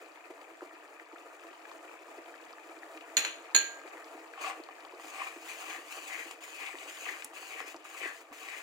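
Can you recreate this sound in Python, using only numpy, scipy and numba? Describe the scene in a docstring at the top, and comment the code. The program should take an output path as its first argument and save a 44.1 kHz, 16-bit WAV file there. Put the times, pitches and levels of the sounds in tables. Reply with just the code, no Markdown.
"""In a tiled kitchen, mince curry simmers in an open aluminium pressure cooker, close to a phone.
Decaying sines make the bubbles and filtered random impulses the fizz and the spits of fat.
A hand shakes paste off its fingers and its bangle clinks twice on the metal, as a sum of damped modes.
Then a steel spoon stirs in circles: stick-slip impulses drive resonances as it scrapes the bottom,
pushes the wet mince along and knocks on the wall."""
import sys
import numpy as np
from scipy import signal
from scipy.fft import rfft, irfft
from scipy.io import wavfile
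from scipy.ndimage import uniform_filter1d
from numba import njit

SR = 44100
rng = np.random.default_rng(int(sys.argv[2]) if len(sys.argv) > 2 else 0)


def digitize_waveform(pressure):
    """Quantize a signal to 16-bit integers and store it at the path in sys.argv[1].

    Rows of a 2-D input are taken as channels; values are limited to [-1, 1].
    """
    field = np.atleast_2d(pressure).T
    bounded = np.clip(field, -1, 1)
    quanta = np.round(bounded * 32767).astype(np.int16)
    wavfile.write(sys.argv[1], SR, quanta)


N = 380141
T = np.arange(N) / SR


def amp(db):
    """Decibel law: level in dB to amplitude ratio."""
    return 10 ** (np.asarray(db) / 20)


def unit(x):
    """Normalisation: scale to an rms of 1."""
    return x / np.sqrt(np.mean(x ** 2))


def add(track, s, sound):
    """Superposition: mix a sound into a track from time s on."""
    i = max(int(s * SR), 0)
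    track[i:i + len(sound)] += sound[:max(N - i, 0)]


def colour(x, points, size=2048):
    """Minimum-phase filtering: a causal filter whose spectrum passes through (Hz, dB) points."""
    hz, db = np.transpose(points)
    f = np.maximum(np.fft.rfftfreq(size, 1 / SR), 1)
    cepstrum = irfft(np.log(amp(np.interp(np.log(f), np.log(hz), db))))
    # folding the cepstrum onto positive times makes the filter causal
    cepstrum[1:size // 2] *= 2
    cepstrum[size // 2 + 1:] = 0
    return signal.oaconvolve(x, irfft(np.exp(rfft(cepstrum))))[:len(x)]


def band(x, hz, width):
    """Simple resonance: one band-pass with gain 1 at its centre."""
    hz = min(hz, SR * .45)
    return signal.lfilter(*signal.iirpeak(hz, hz / width, fs=SR), x)


def body(x, modes):
    """Modal superposition: a parallel bank of (Hz, width Hz, dB) resonances."""
    return sum(amp(db) * band(x, hz, width) for hz, width, db in modes)


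@njit
def moving_band(x, hz, width):
    """Time-varying resonance: a state-variable band-pass whose centre moves."""
    y, b, low = np.empty(len(x)), 0., 0.
    for i in range(len(x)):
        g, k = np.tan(np.pi * hz[i] / SR), width / hz[i]
        v = (b + g * (x[i] - low)) / (1 + g * (g + k))
        b, low, y[i] = 2 * v - b, low + 2 * g * v, k * v
    return y


def walk(rate):
    """Slow fluctuation: normal random values, rate per second, joined by straight lines."""
    knots = rng.standard_normal(2048)
    return np.interp(T * rate, np.arange(len(knots)), knots)


def clicks(rate, spread_db):
    """Impulsive excitation: random impacts, rate per second, with exponentially spread dB sizes; rms 1."""
    size = amp(spread_db * np.minimum(rng.exponential(size=N), 4))
    hits = rng.random(N) < rate / SR
    return unit(hits * size * np.sign(rng.standard_normal(N)))


def fade(t, t60):
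    """Exponential damping: 60 dB down after t60 seconds."""
    return np.exp(-np.log(1000) * t / t60)


def swell(s, rise, fall):
    """Effort envelope: a rounded rise to 1 at time s and a fall after it."""
    t = T[::64]
    return np.interp(T, t, np.exp(-np.abs((t - s) / np.where(t < s, rise, fall)) ** 1.7 / 2))


def bubble(hz, cycles, glide):
    """Bubble resonance: a damped sine whose pitch rises by the glide fraction as it nears the surface."""
    life = cycles / hz
    t = np.arange(int(life * SR) + 2) / SR
    return np.sin(2 * np.pi * hz * t * (1 + glide * t / life / 2)) * fade(t, life)


def soft_start(note, hz):
    """Finite onset: a note grows to full strength over its first cycle."""
    return note * np.clip(np.arange(len(note)) * hz / SR, 0, 1)


def ports(mid, side, side_db):
    """Coherence of a spread source: it reaches the two ports alike in the bass, less alike higher up."""
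    highpass = signal.butter(1, 850, "highpass", fs=SR, output="sos")
    side = amp(side_db) * signal.sosfilt(highpass, side)
    return np.array([mid + side, mid - side])


def kitchen(pair, early_db, tail_db):
    """Reverberation: direct sound plus two noise decays for early echoes and room, different at each port."""
    t = np.arange(SR // 3) / SR
    bandpass = signal.butter(1, [500, 9000], "bandpass", fs=SR, output="sos")
    sides = []
    for x, noise in zip(pair, rng.standard_normal((2, len(t)))):
        noise = signal.sosfilt(bandpass, noise) * (t > .001)
        # each decay has unit energy: quick echoes from pot and tiles, then the room
        early, tail = (unit(noise * fade(t, t60)) / np.sqrt(len(t)) for t60 in (.03, .3))
        sides.append(x + signal.oaconvolve(x, amp(early_db) * early + amp(tail_db) * tail)[:N])
    return np.array(sides)


# The pot shifts on the stove. 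Each row: start in seconds, peak in dB.
THUDS = [(0.514, -43), (2.471, -40), (3.167, -24), (3.543, -28), (6.789, -41), (7.242, -33), (7.75, -34.5),
         (8.305, -35)]


def thuds():
    """Low-frequency rocking: a short noise push under a low-pass, as the heavy pot rocks on its stand."""
    out, t = np.zeros(N), np.arange(SR // 4) / SR
    lowpass = signal.butter(4, 199.5, fs=SR, output="sos")
    for s, db in THUDS:
        push = rng.standard_normal(len(t)) * fade(t, 0.066)
        thud = signal.sosfilt(lowpass, push)
        add(out, s, amp(db) * thud / np.abs(thud).max())
    return out


def bubbles(count):
    """Random superposition: a swarm of small bubbles, 450 to 4950 Hz, most of them faint."""
    swarm = np.zeros(N)
    for when, pitch, size in rng.random((count, 3)):
        size_db = -4.2 * np.log(max(size, .07))
        add(swarm, when * N / SR, amp(size_db) * bubble(450 * 11 ** pitch, cycles=37.0, glide=0.12))
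    return swarm


def spitting(hz):
    """Noise bursts: soft, dense spits of fat of one size, each a short decaying spray round one pitch."""
    bursts = np.abs(clicks(rate=70, spread_db=4.5))
    spray = signal.oaconvolve(bursts, fade(np.arange(2048) / SR, 0.018))[:N]
    return band(band(spray * rng.standard_normal(N), hz, hz / 2), hz, hz / 2)


# Spectrum of the small bubbles. Each row: frequency in Hz, relative level in dB.
BUBBLE_SPECTRUM = [(200, -25), (400, -12.5), (650, -7.5), (900, 1.5), (1300, -7.5), (2400, 2.5),
                   (3300, -8.5), (6000, -27), (15000, -36)]
# Spectrum of the fine fizz between them. Each row: frequency in Hz, relative level in dB.
FIZZ_SPECTRUM = [(200, -16.5), (300, 0), (600, 0.5), (1200, -7), (2400, -12.5), (3400, -20.5),
                 (5500, -24.5), (7000, -19), (10000, -26), (15000, -29.5)]
# Spits of fat, large to small. Each row: centre in Hz, level in dB.
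SPITS = [(1500, -12), (2700, -16), (4500, -18.5), (7000, -22)]
# Air resonances of the open pot. Each row: centre in Hz, width in Hz, gain in dB.
CAVITY = [(326.5, 23, 4.5), (450, 28, -0.5), (691, 66, 2), (1240, 130, 5), (1790, 130, -3.5),
          (2360, 200, -9.5)]


def sauce():
    """Cavity resonance: bubbles, fizz and spitting fat are heard through the air in the pot; rms 1."""
    small = colour(bubbles(count=4500), BUBBLE_SPECTRUM)
    fizz = colour(clicks(rate=7000, spread_db=3.5), FIZZ_SPECTRUM) * amp(2.8 * walk(45))
    spits = sum(amp(db) * unit(spitting(hz)) for hz, db in SPITS)
    mix = amp(-3.0) * unit(small) + amp(0.5) * unit(fizz) + spits
    return unit(mix + body(mix, CAVITY))


# The simmer livens up, then calms as the cool paste is stirred in.
# Each row: time in seconds, level in dB.
SIMMER = [(0, -52), (1, -55), (1.7, -51.5), (2.9, -51.5), (4.1, -50.5), (4.8, -52), (6.5, -54.5),
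          (7.3, -55.5), (7.6, -55), (8.27, -57), (8.62, -54)]


def simmer():
    """Extended source: the whole surface bubbles, partly unlike at the two ports."""
    s, db = np.transpose(SIMMER)
    return ports(sauce(), sauce(), side_db=-5) * amp(np.interp(T, s, db))


# Big bubbles burst through the thick sauce. Each row: start in seconds, peak of the ring in dB.
PLOPS = [(0.3, -36), (0.618, -31), (1.128, -36.5), (1.506, -43), (1.843, -43), (2.179, -35.5), (2.691, -39),
         (3.849, -38), (4.143, -35.5), (4.594, -37), (4.933, -35.5), (5.36, -35), (5.778, -35.5),
         (6.254, -39.5), (6.739, -34), (7.741, -35.5), (8.03, -42)]
PLOP_HZ, PLOP_SCATTER = 343, 0.044  # all ring the same air in the pot; the scatter is a fraction
PUFF_DB = -12.5  # relative to the ring


def plops():
    """Cavity excitation: a big bubble tears open with a noise puff and rings the air in the pot."""
    out, t = np.zeros(N), np.arange(4096) / SR
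    for s, db in PLOPS:
        hz = PLOP_HZ * np.exp(PLOP_SCATTER * rng.standard_normal())
        puff = unit(band(band(rng.standard_normal(len(t)), 420, 550), 570, 830)) * fade(t, 0.14)
        add(out, s, amp(db + PUFF_DB) * puff * np.clip(t / 0.0014, 0, 1))
        add(out, s, amp(db) * soft_start(bubble(hz, cycles=15.2, glide=0.036), hz))
    return out


# Smaller bubbles, and air pockets that the spoon squeezes out.
# Each row: start in seconds, peak in dB, starting pitch in Hz.
POPS = [(0.711, -39, 1290), (0.998, -41, 1760), (1.115, -38, 1250), (1.264, -39, 1280), (1.512, -43, 1370),
        (1.715, -32.5, 1080), (1.846, -42, 1240), (2.26, -40, 890), (2.341, -35, 1680), (2.534, -34, 1180),
        (2.583, -36.5, 1780), (2.832, -31, 1790), (3.815, -39, 1250), (5.311, -47, 1150), (5.591, -37, 716),
        (6.754, -31.5, 1930), (7.035, -39.5, 687), (7.063, -27.5, 1960), (7.383, -48, 613),
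        (7.43, -43, 1110), (7.609, -37, 460), (7.852, -34, 1200), (7.947, -34.5, 1190), (8.027, -37, 2250)]


def pops():
    """Bubble resonance: each small pocket of air gives one short rising note."""
    out = np.zeros(N)
    for s, db, hz in POPS:
        add(out, s, amp(db) * soft_start(bubble(hz, cycles=17, glide=0.077), hz))
    return out


# The sharpest spits of fat and spoon ticks. Each row: start in seconds, peak in dB, centre in Hz.
TICKS = [(0.997, -41, 1810), (1.1827, -48, 2900), (1.3957, -49, 2400), (1.653, -37.5, 1740),
         (1.7136, -45, 4200), (1.886, -54, 1900), (2.358, -46, 2560), (2.495, -47, 2900),
         (2.974, -38.5, 2220), (3.0094, -43.5, 2540), (3.876, -45, 3000), (4.0437, -42.5, 4260),
         (4.3346, -36.5, 1650), (4.6367, -43, 4600), (4.8495, -44.5, 2900), (5.704, -37, 2460),
         (6.3105, -33.5, 2600), (6.312, -36, 7300), (6.48, -50, 2020), (6.665, -35, 2530),
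         (6.785, -38.5, 3160), (6.971, -41, 2470), (7.222, -34, 2070), (7.2453, -25.5, 9050),
         (7.602, -32.5, 2200), (7.763, -43.5, 5360), (8.486, -34.5, 2260)]


def ticks():
    """Transient noise: spits and light touches of the spoon are brief noise decays in one broad band."""
    out, t = np.zeros(N), np.arange(2048) / SR
    for s, db, hz in TICKS:
        burst = rng.standard_normal(len(t)) * fade(t, 0.021)
        tick = band(band(burst, hz, hz * 0.47), hz, hz)
        add(out, s, amp(db) * tick / np.abs(tick).max())
    return out


# The filled pot, heavily damped by the sauce. Each row: centre in Hz, width in Hz, gain in dB.
POT = [(463, 53, -1), (774, 54, 16), (1104, 132, 15), (1680, 120, -2.5), (2400, 73, 2.5), (2685, 130, 1.5)]


def pot(x):
    """Damped structural modes: a force on the metal excites the filled pot."""
    return body(x, POT)


# The spoon bumps the wall. 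Each row: start in seconds, peak in dB.
BUMPS = [(4.377, -35.5), (4.447, -28.5), (4.53, -36), (4.688, -34.5), (4.849, -37.5), (5.045, -37),
         (6.309, -36), (6.479, -42), (7.066, -34), (7.428, -36.5), (7.603, -30.5), (7.744, -35),
         (8.319, -43)]
# The spoon catches and judders under the sauce, briefly sounding two of the pot's resonances. # Each row: start
# in seconds, peak in dB, pitch in Hz, length in seconds.
JUDDERS = [(5.211, -37, 2400, 0.011), (5.2152, -27.5, 1100, 0.0098)]


def bumps():
    """Impulse response: knocks on the wall and at each landing ring the pot; judders are brief sines."""
    out, ring = np.zeros(N), band(pot(signal.unit_impulse(4096)), 670, 1500)
    landings = [(lands, knock_db) for lands, _, knock_db in CONTACTS]
    for s, db in BUMPS + landings:
        add(out, s, amp(db) * ring / np.abs(ring).max())
    for s, db, hz, length in JUDDERS:
        t = np.arange(int(length * SR)) / SR
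        add(out, s, amp(db) * np.hanning(len(t)) * np.sin(2 * np.pi * hz * t))
    return out


# Metal ringing under the bangle. Each row: pitch in Hz, t60 in seconds, level in dB for a square blow,
# level in dB for a glancing blow, lasting share in dB.
METAL = [(1033, .25, -20, -28, -10), (1610, .56, -30, -11, -2), (1717, .22, -14, -26, -9),
         (1938, .2, -15, -26, -9), (2338, .3, -18, -19, -8), (2383, .3, -19, -19, -8),
         (2448, .3, -17, -18, -9), (2568, .28, -11, -18, -9), (2630, .4, -16, -21, -9),
         (2840, .25, -16, -18, -10), (3130, .25, -18, -24, -9), (3478, .32, -16, -30, -8),
         (3575, .42, -26, -22, -7), (3758, .22, -20, -20, -9), (4120, .24, -8, -9, -11),
         (4172, .33, -5, -14, -11), (4241, .45, -16, -5, -7), (4298, .36, -22, -8, -8),
         (4360, .28, -24, -15, -8), (4613, .23, -21, -21, -9), (4705, .36, -24, -25, -9),
         (4960, .22, -21, -36, -9), (5270, .22, -22, -45, -9), (5776, .27, -14, -45, -7),
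         (5865, .22, -15, -45, -8), (6604, .2, -14, -15, -12), (6654, .34, -15, -11, -9),
         (6712, .24, -3, -7, -13), (6772, .36, -13, 0, -10), (6848, .3, -22, -3, -9),
         (6918, .42, -24, -12, -10), (7052, .34, -25, -19, -9), (7250, .33, -24, -17, -10),
         (7630, .3, -24, -27, -9), (8344, .35, -24, -34, -9), (8500, .22, -17, -32, -9),
         (8920, .3, -28, -32, -9), (9970, .26, -17, -27, -10), (10015, .32, -21, -17, -6),
         (10420, .25, -26, -21, -9), (11440, .35, -26, -40, -4), (13285, .17, -21, -25, -4),
         (13420, .27, -27, -26, -1), (14580, .21, -22, -30, -4), (14645, .26, -28, -25, -1)]
# Bangle blows. Each row: start in seconds, level in dB, glancing share from 0 to 1, clatter in dB,
# softness as a smoothing time in milliseconds.
CLINKS = [(3.168, -18, 0.1, -24.5, 0.022), (3.2478, -28, 0, -29, 0.054), (3.547, -18.5, 0.86, -24, 0.023),
          (3.5618, -24, 0.89, -32.5, 0.013)]
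# Dense, short clatter of pot and spoon after a blow. Each row: frequency in Hz, relative level in dB.
CLATTER = [(250, -9), (600, -3.5), (1100, -4), (1800, 1.5), (2600, 4.5), (3400, 0.5), (4300, -3.5),
           (5400, -20), (6700, 1), (7900, -17), (10000, -17), (15000, -29)]
BUZZ_T60_S, BLOW_RISE_S = 0.2, 0.00099  # the bangle chatters briefly before the metal rings free
BEAM_DB = 1  # the higher modes beam toward the right port, the lowest toward the left


def clinks():
    """Modal ringing: a blow starts a fast, blurred drop while the bangle chatters, then a steady ring."""
    out, t = np.zeros((2, N)), np.arange(SR // 2) / SR
    hz, t60, square_db, glancing_db, lasting_db = np.transpose(METAL)[:, :, None]
    decay = fade(t, t60) * (amp(lasting_db) + fade(t, 0.055))
    beam_db = BEAM_DB * np.clip(np.log2(hz / 3100), -1, 1)
    start = rng.random((len(hz), 1))  # a new blow adds to the ring that is already there
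    # each mode radiates its own pattern, so it reaches the two ports out of step
    lags = 0.96 * rng.standard_normal((2, len(hz), 1))
    for s, db, glancing, clatter_db, soft_ms in CLINKS:
        mode_db = square_db + np.clip(glancing, 0, 1) * (glancing_db - square_db)
        # the chatter shifts each mode's phase at random
        shifts = rng.standard_normal((len(hz), len(t))) * fade(t, BUZZ_T60_S)
        blur = 0.01 * np.cumsum(uniform_filter1d(shifts, size=12, axis=1), axis=1) * hz / 1000
        phase = 2 * np.pi * (hz * (t + s) + start) + blur
        mid, side_noise = (unit(colour(x, CLATTER)) for x in rng.standard_normal((2, len(t))))
        clatter = ports(mid, side_noise, side_db=-3.0) * (fade(t, 0.025) + amp(-8.5) * fade(t, 0.4))
        keep = np.exp(-1000 / (SR * max(soft_ms, .001)))
        for port, side, lag, rattle in zip(out, (-1, 1), lags, clatter):
            ring = np.sum(amp(mode_db + side * beam_db) * decay * np.sin(phase + lag), axis=0)
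            blow = (amp(db) * ring + amp(clatter_db) * rattle) * np.clip(t / BLOW_RISE_S, 0, 1)
            add(port, s, signal.lfilter([1 - keep], [1, -keep], blow))
    return out


CIRCLE_S, WALL_ECHO_MS, WALL_SWING_MS, WALL_DB = .47, .9, 0.335, -4.5


def wall_echo(x):
    """Comb filtering: an echo off the pot's wall, its delay following the circling spoon, shifts the colour."""
    swing = np.sin(2 * np.pi * T / CIRCLE_S) + 0.28 * walk(6)
    delay_ms = WALL_ECHO_MS + WALL_SWING_MS * swing
    return unit(x + amp(WALL_DB) * np.interp(T - delay_ms / 1000, T, x))


# The steel spoon sings faintly as its edge rubs. Each row: centre in Hz, width in Hz, level in dB.
SPOON = [(2440, 120, 9), (2840, 120, 6), (3810, 85, -6), (4430, 260, -4), (5200, 110, -5), (6280, 160, -9),
         (6500, 200, 0.5), (7000, 140, -4), (7900, 260, -1.5), (8430, 200, -4)]
SPOON_BEND = 0.01  # the changing grip bends each pitch by about this fraction


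def spoon_song():
    """Stick-slip friction: slips of the edge ring the spoon's modes, each of which drifts, comes and goes."""
    slips, song = clicks(rate=1500, spread_db=-1.5), 0
    for hz, width, db in SPOON:
        level = amp(db + 5.4 * walk(14))
        pitch = hz * np.exp(SPOON_BEND * walk(9))
        song = song + level * moving_band(slips, pitch, float(width))
    return unit(song)


def squelch(hollow_hz):
    """Moving cavity: crackling crumbs of mince and popping air ring the hollow behind the spoon."""
    crumbs = unit(clicks(rate=900, spread_db=1.0))
    wet = crumbs + amp(-5) * unit(bubbles(count=5000))
    broad = unit(moving_band(moving_band(wet, hollow_hz, 800.), hollow_hz, 1100.0))
    # the narrow, wet note of the hollow
    note = unit(moving_band(moving_band(crumbs, hollow_hz, 240.), hollow_hz, 900.0))
    return unit(broad + amp(-9) * note)


# The spoon lands on the bottom, drags round and lifts.
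# Each row: landing in seconds, lift in seconds, knock on landing in dB.
CONTACTS = [(4.412, 4.493, -47), (4.997, 6.326, -36), (6.405, 7.261, -58), (7.333, 7.721, -40),
            (7.842, 8.21, -47), (8.326, 8.622, -40)]
# The spoon leans on the bottom and pushes through the mince, with light swipes on the way back.
# Each row: peak in seconds, lean-in in seconds, gritty hiss in dB, swish in dB, scrape on the pot in dB,
# slosh in dB, hollow pitch at the peak in Hz, push length in seconds.
STROKES = [(4.466, 0.12, -54, -47, -38.5, -84, 2200, 0.042),
           (5.213, 0.11, -60.5, -48.5, -45.5, -76, 2190, 0.06),
           (5.509, 0.042, -53, -56, -54, -77, 2530, 0.031), (5.62, 0.03, -52, -72, -53, -73, 2450, 0.02),
           (5.73, 0.071, -54, -47, -52.5, -73, 2130, 0.041),
           (5.956, 0.043, -51.5, -64, -57, -59, 2440, 0.045),
           (6.163, 0.11, -51.5, -46, -55.5, -61, 2100, 0.048),
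           (6.43, 0.035, -61, -55, -76, -66, 2580, 0.01),
           (6.653, 0.26, -58, -43.5, -51, -54.5, 2260, 0.044),
           (6.817, 0.056, -61.5, -59, -74, -59, 2440, 0.018),
           (6.896, 0.015, -55, -49, -70, -70, 2750, 0.012),
           (7.103, 0.13, -52, -45.5, -54.5, -53.5, 2070, 0.051),
           (7.375, 0.051, -58.5, -53, -56, -49, 2450, 0.018),
           (7.575, 0.27, -58, -47, -53.5, -54.5, 2080, 0.048),
           (7.689, 0.024, -58.5, -63, -66, -58.5, 2000, 0.015),
           (7.87, 0.041, -61, -59.5, -64, -68, 2500, 0.038),
           (8.053, 0.16, -55.5, -44, -57, -50, 2080, 0.043),
           (8.326, 0.03, -59, -68, -70, -73, 2540, 0.0086),
           (8.43, 0.025, -58.5, -65, -65, -75, 2520, 0.015), (8.546, 0.1, -59, -47, -57, -57, 2090, 0.063)]
LAND_S, LIFT_S = 0.0011, 0.021  # how fast the edge bites and lets go
EASE_S, TOUCH_DB = 0.045, -58  # after each push the hand eases to a light touch, with this much hiss


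def dragging():
    """Friction under load: the edge rubs while on the bottom, hardest going into each push."""
    touch = 0
    for lands, lifts, _ in CONTACTS:
        bite = np.clip((T - lands) / LAND_S, 0, 1)
        touch = touch + bite * np.exp(-np.maximum(T - lifts, 0) / LIFT_S)
    lean = np.max([amp(db) * swell(s, lean_s, EASE_S) for s, lean_s, db, *_ in STROKES], axis=0)
    return touch * (amp(TOUCH_DB) + lean)


# Hiss of the spoon's edge. Each row: frequency in Hz, relative level in dB.
GRIT = [(1000, 2), (2500, 11.5), (3700, -0.5), (4700, 0.5), (5700, -3), (6600, 5), (8000, -1.5),
        (10000, -4), (12500, -6.5), (15000, -6.5)]
DRAG_RING_DB, DRAG_SWISH_DB = -10.5, -20  # dragging alone rings the pot and moves some mince, re its hiss
SPOON_DB, SPOON_PUSH_DB = -10, -12.5  # the spoon's song under the drag and under each push
HOLLOW_SAG_PER_S, HOLLOW_WANDER = 1.83, .06  # the hollow rings lower as it opens; wander as a fraction
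SLOSH_HZ, SLOSH_WIDTH_HZ = 422, 400
LUMP_DB = 1.9  # lumps of mince catch and give


def stirring():
    """Stick-slip and wet flow: the edge slips on the bottom; each push crackles mince and sloshes sauce."""
    drag = dragging()
    press, push, wave = amp(DRAG_RING_DB) * drag, amp(DRAG_SWISH_DB) * drag + 1e-9, 0
    pitch = 2600 * push  # the hollow's pitch is averaged by effort; 2600 Hz between pushes
    for s, _, _, swish_db, scrape_db, slosh_db, hz, length in STROKES:
        effort = swell(s, length, length)
        swish_effort = amp(swish_db) * effort
        press = press + amp(scrape_db) * effort
        push = push + swish_effort
        wave = wave + amp(slosh_db) * effort
        sagging_hz = hz * np.exp(-HOLLOW_SAG_PER_S * np.clip(T - s, -.12, .15))
        pitch = pitch + swish_effort * sagging_hz
    hollow_hz = pitch / push * np.exp(HOLLOW_WANDER * walk(45))
    # two independent versions of each texture: the middle and the side of the source
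    swish = np.array([squelch(hollow_hz) for _ in range(2)])
    scrape = np.array([unit(band(pot(clicks(rate=1300, spread_db=2.0)), 1100, 2800)) for _ in range(2)])
    grit = np.array([wall_echo(colour(clicks(rate=3200, spread_db=0.5), GRIT)) for _ in range(2)])
    song = np.array([spoon_song() for _ in range(2)])
    song = song * (amp(SPOON_DB) * drag + amp(SPOON_PUSH_DB) * press)
    lap = band(clicks(rate=180, spread_db=6.5), SLOSH_HZ, SLOSH_WIDTH_HZ)
    slosh = unit(band(lap, SLOSH_HZ, SLOSH_WIDTH_HZ))
    wet = (scrape * press + swish * push) * amp(LUMP_DB * walk(55))
    rubbing = (grit * drag + song) * amp(2.0 * walk(50))
    return ports(*wet, side_db=-4) + ports(*rubbing, side_db=-9) + slosh * wave


def scene():
    """Superposition of sources: the pot on the stove and everything that touches it, in the kitchen."""
    cooking = simmer() + stirring() + plops() + pops() + ticks() + bumps() + thuds()
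    bangle = clinks() * amp([[-1], [2.5]])  # the hand is to the right
    return kitchen(cooking, early_db=-24.5, tail_db=-13.5) + kitchen(bangle, early_db=-44, tail_db=-13.5)


# The phone's two ports have different resonances.
# Each row: frequency in Hz, left minus right in dB.
PORTS = [(380, -1), (700, 2), (1200, 0.5), (1750, 5.5), (2000, 6.5), (2400, 13), (2850, 9), (3500, 4),
         (4600, 8.5), (5700, -1), (6800, -10), (8200, -4), (10000, -0.5), (12500, 0), (15000, -9)]
TOP_HZ = 15850


def record(dry):
    """Receiver response: the phone colours each port, cuts the bass steeply and ends at the top."""
    left, right = (colour(x, [(hz, sign * db / 2) for hz, db in PORTS]) for x, sign in zip(dry, (1, -1)))
    left = left - 2 * band(left, 2540, 2200)  # the left port's resonance turns the phase
    both = np.array([left, right])
    thin = signal.sosfilt(signal.butter(12, 280, "highpass", fs=SR, output="sos"), both)
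    lowpass = signal.ellip(10, .2, 70, TOP_HZ, fs=SR, output="sos")
    return signal.sosfilt(lowpass, thin + amp(-36) * both)  # a little bass remains


dry = scene()
out = record(dry)
digitize_waveform(out)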